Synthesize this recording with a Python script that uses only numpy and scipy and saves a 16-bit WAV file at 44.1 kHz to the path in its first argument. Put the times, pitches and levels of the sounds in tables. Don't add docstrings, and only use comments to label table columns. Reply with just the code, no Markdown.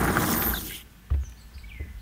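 import sys
import numpy as np
from scipy import signal
from scipy.fft import rfft, irfft, next_fast_len
from scipy.io import wavfile
from scipy.ndimage import uniform_filter1d, map_coordinates

SR = 44100
rng = np.random.default_rng(int(sys.argv[2]) if len(sys.argv) > 2 else 0)


def put_to_file(sound):
    columns = np.atleast_2d(sound).T
    safe = np.clip(columns, -1, 1)
    whole_steps = np.round(safe * 32767)
    wavfile.write(sys.argv[1], SR, whole_steps.astype(np.int16))


def convert_level_to_amplitude(level_db):
    exponent = np.asarray(level_db, float) / 20
    return 10 ** exponent


N = 88861
T = np.arange(N) / SR

# time in seconds, rumble in dB, rattle in dB before a 1.5 dB lift,
# hiss in dB before a 2.5 dB lift.
ROLL = [(0, -27.5, -31, -39.5), (.13, -25, -30.5, -39), (.3, -27, -32.5, -34), (.39, -29, -34.5, -37.5),
        (.45, -33.5, -34.5, -36.5), (.49, -30, -37.5, -41.5), (.56, -39, -44.5, -40.5),
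        (.67, -41.5, -54.5, -42.5), (.76, -48.5, -65.5, -45), (.812, -65, -58.5, -53.5),
        (.84, -60, -81, -67.5), (.95, -69, -92, -71)]
# resonance in Hz, width in Hz, relative level in dB.
PANE_MODES = [(95.6, 28, -2), (175.5, 20.5, 1.5), (224, 35, -1), (315.4, 14.8, 1.5), (361.4, 34, -3.5),
              (476, 74, -10.5)]
# resonance in Hz, width in Hz, relative level in dB.
CARRIAGE_MODES = [(597, 270, -0.5), (822, 59, 4), (980, 96, 0), (1200, 130, 2.5), (1400, 140, 1.5),
                  (1630, 204, 1), (2000, 450, -4)]
GRIT_PER_S, GRIT_SPREAD_DB, SMOOTH_POWER_SHARE = 700, 2.1, 0.45
# frequency in Hz, relative density in dB per Hz.
SEAL_SPECTRUM = [(1350, -10), (2300, -16.5), (3190, -5.5), (4690, -9), (6730, -5), (7590, -10.5),
                 (9050, -3.5), (10500, -4.5), (13800, -10.5), (15600, -1.5)]
# time in seconds, level in dB, centre in Hz.
WHISTLE = [(0, -66, 13500), (.14, -54, 14200), (.176, -40, 14800), (.24, -40, 13300), (.31, -29, 15140),
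           (.36, -32.5, 13800), (.397, -24.5, 14000), (.44, -30.5, 12930), (.49, -26.5, 13030),
           (.53, -40, 12600), (.65, -40, 13250), (.76, -50, 13200), (.85, -64, 12900)]
WHISTLE_HALF_WIDTH_HZ, WHISTLE_PATCHY_DB = 1300, 5
# time in seconds, level in dB.
SHUDDER = [(0, -28), (.3, -41), (.42, -33), (.5, -28.5), (.62, -39), (.8, -47.5), (1.1, -50), (1.4, -60),
           (1.46, -39), (1.51, -52), (1.56, -38.5), (1.75, -39.5), (1.9, -42.5), (1.97, -33.5), (2.02, -37)]
# frequency in Hz, relative density in dB per Hz.
SHUDDER_SPECTRUM = [(25, -2), (45, -5.5), (58, -3), (70, -10.5), (110, -13.5), (150, -41)]
SHUDDER_HZ, SHUDDER_NOISE_DB = 58.16, -5.5
# frequency in Hz, relative density in dB per Hz.
AIR_SPECTRUM = [(53, -20), (90, 2.5), (238, 0.5), (260, -7.5), (427, -12.5), (519, -16.5), (817, -14),
                (3190, -17), (4320, -23.5), (5130, -23), (8080, -25.5), (15800, -23)]
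AIR_DB = -54
# frequency in Hz, level in dB before a 3 dB lift.
WHINES = [(1518, -73), (1750, -71)]
# start in seconds, nominal level in dB, centre in Hz, width in Hz, t60 in seconds.
KNOCKS = [(.075, -12, 1416, 500, 0.028), (.082, -22, 1640, 900, 0.039), (.170, -7.5, 1430, 350, 0.026),
          (.238, -19.5, 1974, 1800, 0.028), (.289, -19.5, 1200, 600, 0.028), (.303, -12, 880, 900, 0.013),
          (.336, -22, 2000, 600, 0.03), (.420, -12.5, 1830, 2500, 0.023), (.448, -33, 5000, 5000, 0.0069),
          (.537, -20, 1550, 200, 0.028), (.542, -30, 786, 150, 0.05), (.570, -23, 1490, 1200, 0.016),
          (.708, -36, 1620, 250, 0.053), (.325, -23, 6370, 3500, 0.062)]
CRACK_T60_S = 0.01
# end in seconds, minus the length in seconds, pitch in Hz, level in dB.
PANE_HUM = (0.44, -0.36, 175, -43.5)
# start in seconds, length in seconds, first pitch in Hz, last pitch in Hz,
# level in dB, roughness 0-1, bend (over 1 the pitch moves early, under 1 late).
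SQUEAKS = [(0.527, 0.006, 4740, 4670, -49, 0.2, 1), (.537, .025, 4800, 3480, -32, .25, 2.8),
           (.558, .036, 4100, 3200, -33, .35, 1), (0.677, 0.0089, 3400, 3330, -41.5, 0.48, 0.91),
           (0.694, 0.031, 2250, 2000, -43.5, 0.34, 2.26), (0.716, 0.043, 2260, 2210, -45, 0.076, 1),
           (0.734, 0.033, 3377, 3080, -40, 0.54, 2.1)]
# start in seconds, length in seconds, level in dB.
SCRAPE = (0.661, 0.17, -44.5)
# frequency in Hz, relative density in dB per Hz.
SCRAPE_SPECTRUM = [(1500, -22), (2100, 2), (2500, -1.5), (3100, 5), (3700, -4), (4300, -29)]
# start in seconds, nominal level in dB, centre in Hz, width in Hz,
# t60 in seconds.
TICKS = [(1.102, -36.5, 1193, 400, 0.035), (1.102, -40.5, 1906, 1780, 0.066),
         (1.138, -36, 872, 2500, 0.063), (1.233, -32.5, 1285, 1800, 0.022), (1.32, -42, 2430, 1500, 0.031),
         (1.580, -41, 2460, 590, 0.027), (1.295, -38.5, 8360, 9000, 0.025)]
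# time in seconds, boom in dB, knock in dB.
STEPS = [(1.109, -15, -42), (1.138, -24, -41), (1.231, -27, -57), (1.798, -25.5, -35.5)]
# frequency in Hz, level in dB added to the boom, t60 in seconds.
DECK_MODES = [(57.54, -8.5, 0.56), (69.5, 2.5, 0.4), (77.3, -1, 0.22), (94.8, -4, 0.17), (157.6, -18, 0.23),
              (253, -24, 0.075)]
# frequency in Hz, relative density in dB per Hz.
KNOCK_SPECTRUM = [(130, -10), (330, 3.5), (480, -8.5), (650, -8.5), (850, -21), (2500, -33)]
BOOM_ATTACK_S, KNOCK_T60_S = 0.007, 0.15
# start in seconds, length in seconds, first pitch in Hz, last pitch in Hz,
# level in dB before the garden echo, octave overtone in dB relative to the note, buzz (0 is pure).
NOTES = [(1.201, 0.049, 6780, 6500, -60, -26, 0.5), (1.236, 0.041, 3270, 2930, -64, 13.5, 0.12),
         (1.36, 0.047, 3850, 4800, -59.5, -10, 0.3), (1.398, 0.036, 4590, 4160, -56.5, -30, 0.3),
         (1.396, 0.03, 8330, 7630, -57.5, -30, 0.4), (1.535, 0.035, 4810, 4705, -54, -19, .5),
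         (1.57, 0.035, 4410, 3940, -57.5, -6, 0.45), (1.668, .02, 3500, 3520, -65, -30, 0.1),
         (1.687, 0.03, 3504, 2400, -48.5, -35, 0.25), (1.713, 0.167, 2496, 2020, -48, -42, 0.07),
         (1.98, 0.082, 4220, 4170, -59, -28, 1.5)]
# start in seconds, length in seconds, pitch in Hz, level in dB.
PIPS = [(1.634, 0.021, 2256, -44.5), (1.674, 0.02, 2250, -52), (1.713, 0.017, 2340, -39.5)]
LEVEL_OFF_S = 0.06
GARDEN_T60_S, NOTE_ECHO_DB, PIP_ECHO_DB, LEAF_FLUTTER_HZ = 0.5, -1, -12, 900
# start in seconds, length in seconds, first pitch in Hz,
# last pitch in Hz, level in dB.
CREAK = (1.83, .095, 170, 230, -50)
# centre in Hz, half width in Hz at 1/e, depth 0-1.
MIC_DIP = (10270, 340, 0.39)
MIC_LOW_HZ, TOP_HZ = 33.4, 15750


def unit(x):
    return x / np.sqrt(np.mean(x ** 2) + 1e-20)


def curves(rows):
    time_s, *columns = np.transpose(rows)
    return [np.interp(T, time_s, column) for column in columns]


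def wobble(knots_per_s):
    knots = rng.standard_normal(int(N * knots_per_s / SR) + 4)
    return map_coordinates(knots, [T * knots_per_s])


def filtered(x, response):
    m = next_fast_len(N + SR // 2)
    return irfft(rfft(x, m) * response(np.fft.rfftfreq(m, 1 / SR)), m)[:N]


def body(modes):
    def response(f):
        total = 0
        for k, (hz, width_hz, db) in enumerate(modes):
            damping = 1j * f * width_hz
            total = total + (-1) ** k * convert_level_to_amplitude(db) * damping / (hz * hz - f * f + damping)
        return total
    return response


def patchy(x, patchy_db, size):
    bins = signal.stft(x, nperseg=256)[2]
    field = uniform_filter1d(rng.standard_normal(bins.shape), size=size, axis=0)
    field = uniform_filter1d(field, size=2 * size, axis=1)
    return signal.istft(bins * convert_level_to_amplitude(patchy_db * unit(field)), nperseg=256)[1][:N]


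def rush(spectrum, patchy_db):
    f, db = np.transpose(spectrum)
    noise = patchy(rng.standard_normal(N), patchy_db, size=5)
    return unit(filtered(noise, lambda hz: convert_level_to_amplitude(np.interp(np.log(hz + 1), np.log(f), db, -120, -120))))


def grit():
    hits = rng.random(N) < GRIT_PER_S / SR
    sizes = convert_level_to_amplitude(GRIT_SPREAD_DB * rng.exponential(size=N))
    bumps = unit(hits * sizes * rng.choice([-1, 1], N))
    smooth = rng.standard_normal(N)
    return np.sqrt(1 - SMOOTH_POWER_SHARE) * bumps + np.sqrt(SMOOTH_POWER_SHARE) * smooth


def glide(start_s, length_s, from_hz, to_hz, bend):
    u = np.clip((T - start_s) / length_s, 0, 1)
    hz = to_hz + (from_hz - to_hz) * (1 - u) ** bend
    envelope = np.sqrt(np.abs(np.sin(np.pi * u))) * (u < 1)
    return envelope, 2 * np.pi * np.cumsum(hz) / SR


def taps(rows, crack):
    out, t = np.zeros(N + SR), T[:SR // 8]
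    for start_s, db, hz, width_hz, t60_s in rows:
        window = np.hanning(int(SR / width_hz) + 3)
        band = np.convolve(rng.standard_normal(len(t) + SR // 20), window, "valid")[:len(t)]
        band = band / np.sqrt(np.mean(band[:SR // 150] ** 2))
        ring = min(1, 0.3 * hz / width_hz)
        tone = (ring + 0.75 * band) * np.sin(2 * np.pi * hz * t)
        dull = uniform_filter1d(rng.standard_normal(len(t)), size=6)
        snap = crack * convert_level_to_amplitude(-60 * t / CRACK_T60_S) * dull
        envelope = convert_level_to_amplitude(db - 60 * t / t60_s) * (1 - np.exp(-t / 0.0013))
        out[round(start_s * SR):][:len(t)] += envelope * (tone + snap)
    return out[:N]


def rollers():
    rumble_db, rattle_db, _ = curves(ROLL)
    pane, carriage = body(PANE_MODES), body(CARRIAGE_MODES)
    low = lambda f: pane(f) / (1 + (f / 600) ** 4)
    mid = lambda f: carriage(f) / (1 + (f / 2300) ** 4) / (1 + (500 / (f + 1)) ** 4)
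    rumble = convert_level_to_amplitude(rumble_db) * unit(filtered(grit(), low))
    rattle = convert_level_to_amplitude(rattle_db + 1.5 + 1.72 * wobble(46.1)) * unit(filtered(grit(), mid))
    return (T < ROLL[-1][0]) * (rumble + rattle)


def seal_hiss():
    hiss_db = curves(ROLL)[2]
    bristles = convert_level_to_amplitude(1.8 * wobble(350)) * rush(SEAL_SPECTRUM, patchy_db=2.4)
    return (T < ROLL[-1][0]) * convert_level_to_amplitude(hiss_db + 2.5 + 0.78 * wobble(34.75)) * bristles


def seal_whistle():
    level_db, hz = curves(WHISTLE)
    low_noise = filtered(rng.standard_normal(N), lambda f: np.exp(-(f / WHISTLE_HALF_WIDTH_HZ) ** 2))
    band = low_noise * np.sin(2 * np.pi * np.cumsum(hz) / SR)
    whistle = unit(patchy(band, WHISTLE_PATCHY_DB, size=3))
    return (T < WHISTLE[-1][0]) * convert_level_to_amplitude(level_db + 0.63 * wobble(200)) * whistle


def shudder():
    sway = np.sin(2 * np.pi * SHUDDER_HZ * T + 2.16 * wobble(9.9))
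    noise = convert_level_to_amplitude(SHUDDER_NOISE_DB) * rush(SHUDDER_SPECTRUM, patchy_db=-0.5)
    return convert_level_to_amplitude(curves(SHUDDER)[0]) * unit(sway + noise)


def garden():
    out = convert_level_to_amplitude(AIR_DB) * rush(AIR_SPECTRUM, patchy_db=0.7)
    for hz, db in WHINES:
        out += convert_level_to_amplitude(db + 3 + 2.5 * wobble(8)) * np.sin(2 * np.pi * hz * T + 2.2 * wobble(30))
    return out


def roller_knocks():
    return taps(KNOCKS, crack=1.0)


def pane_hum():
    end_s, minus_length_s, hz, db = PANE_HUM
    envelope, phase = glide(end_s, minus_length_s, hz, hz, bend=1)
    return convert_level_to_amplitude(db + 3.3 * wobble(17.8)) * envelope * np.sin(phase + wobble(12.5))


def squeaks():
    out = np.zeros(N)
    for start_s, length_s, from_hz, to_hz, db, rough, bend in SQUEAKS:
        envelope, phase = glide(start_s, length_s, from_hz, to_hz, bend)
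        level = convert_level_to_amplitude(db + 1.5 * rough * wobble(134.5))
        out += level * envelope * np.sin(phase + 3 * rough * wobble(500))
    return out


def scrape():
    start_s, length_s, db = SCRAPE
    envelope, _ = glide(start_s, length_s, 0, 0, bend=1)
    return convert_level_to_amplitude(db) * envelope * rush(SCRAPE_SPECTRUM, patchy_db=1.5)


def ticks():
    return taps(TICKS, crack=0)


def footsteps():
    out = np.zeros(N)
    noise = rush(KNOCK_SPECTRUM, patchy_db=-3.5)
    for start_s, boom_db, knock_db in STEPS:
        t = np.maximum(T - start_s, 0)
        attack = (1 - np.exp(-t / BOOM_ATTACK_S)) ** 2
        for hz, mode_db, t60_s in DECK_MODES:
            decay = convert_level_to_amplitude(boom_db + mode_db - 60 * t / t60_s)
            out -= attack * decay * np.sin(2 * np.pi * hz * t + np.pi * 0.6)
        t = np.maximum(T - start_s + 0.0034, 0)
        out += (1 - np.exp(-t / 0.0068)) * convert_level_to_amplitude(knock_db - 60 * t / KNOCK_T60_S) * noise
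    return out


def bird_notes():
    out = np.zeros(N)
    for start_s, length_s, from_hz, to_hz, db, over_db, buzz in NOTES:
        envelope, phase = glide(start_s, length_s, from_hz, to_hz, bend=1 + length_s / LEVEL_OFF_S)
        phase = phase + 2.5 * buzz * wobble(600)
        tone = np.sin(phase) + convert_level_to_amplitude(over_db) * np.sin(2 * phase)
        out += convert_level_to_amplitude(db + 1.2 * wobble(120)) * envelope * tone
    return out


def bird_pips():
    out = np.zeros(N)
    for start_s, length_s, hz, db in PIPS:
        envelope, phase = glide(start_s, length_s, hz, hz, bend=1)
        out += convert_level_to_amplitude(db) * envelope ** 2 * np.sin(phase)
    return out


def birds():
    far, near = bird_notes(), bird_pips()
    t = T[:SR // 2]
    tail = rng.standard_normal(len(t)) * convert_level_to_amplitude(-60 * t / GARDEN_T60_S) * (t > 0.006)
    sent = convert_level_to_amplitude(NOTE_ECHO_DB) * far + convert_level_to_amplitude(PIP_ECHO_DB) * near
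    echo = signal.fftconvolve(sent, tail / np.linalg.norm(tail))[:N]
    return far + near + echo * unit(2 + wobble(LEAF_FLUTTER_HZ))


def creak():
    *note, db = CREAK
    envelope, phase = glide(*note, bend=0.98)
    return convert_level_to_amplitude(db) * envelope * np.sin(phase)


def scene():
    door = rollers() + seal_hiss() + seal_whistle() + roller_knocks() + pane_hum() + squeaks() + scrape()
    deck = shudder() + ticks() + footsteps() + creak()
    return (door + deck + birds() + garden())[None]


def band_limit(x):
    return signal.sosfilt(signal.butter(12, 16440, fs=SR, output="sos"), x)


def record(dry):
    dip_hz, half_width_hz, depth = MIC_DIP

    def microphone(hz):
        bass = hz ** 2 / (hz ** 2 + MIC_LOW_HZ ** 2)
        notch = 1 - depth * np.exp(-((hz - dip_hz) / half_width_hz) ** 2)
        return (hz < TOP_HZ) * bass * notch

    mix = filtered(dry[0], microphone)[None]
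    return band_limit(mix)


dry = scene()
out = record(dry)
put_to_file(out)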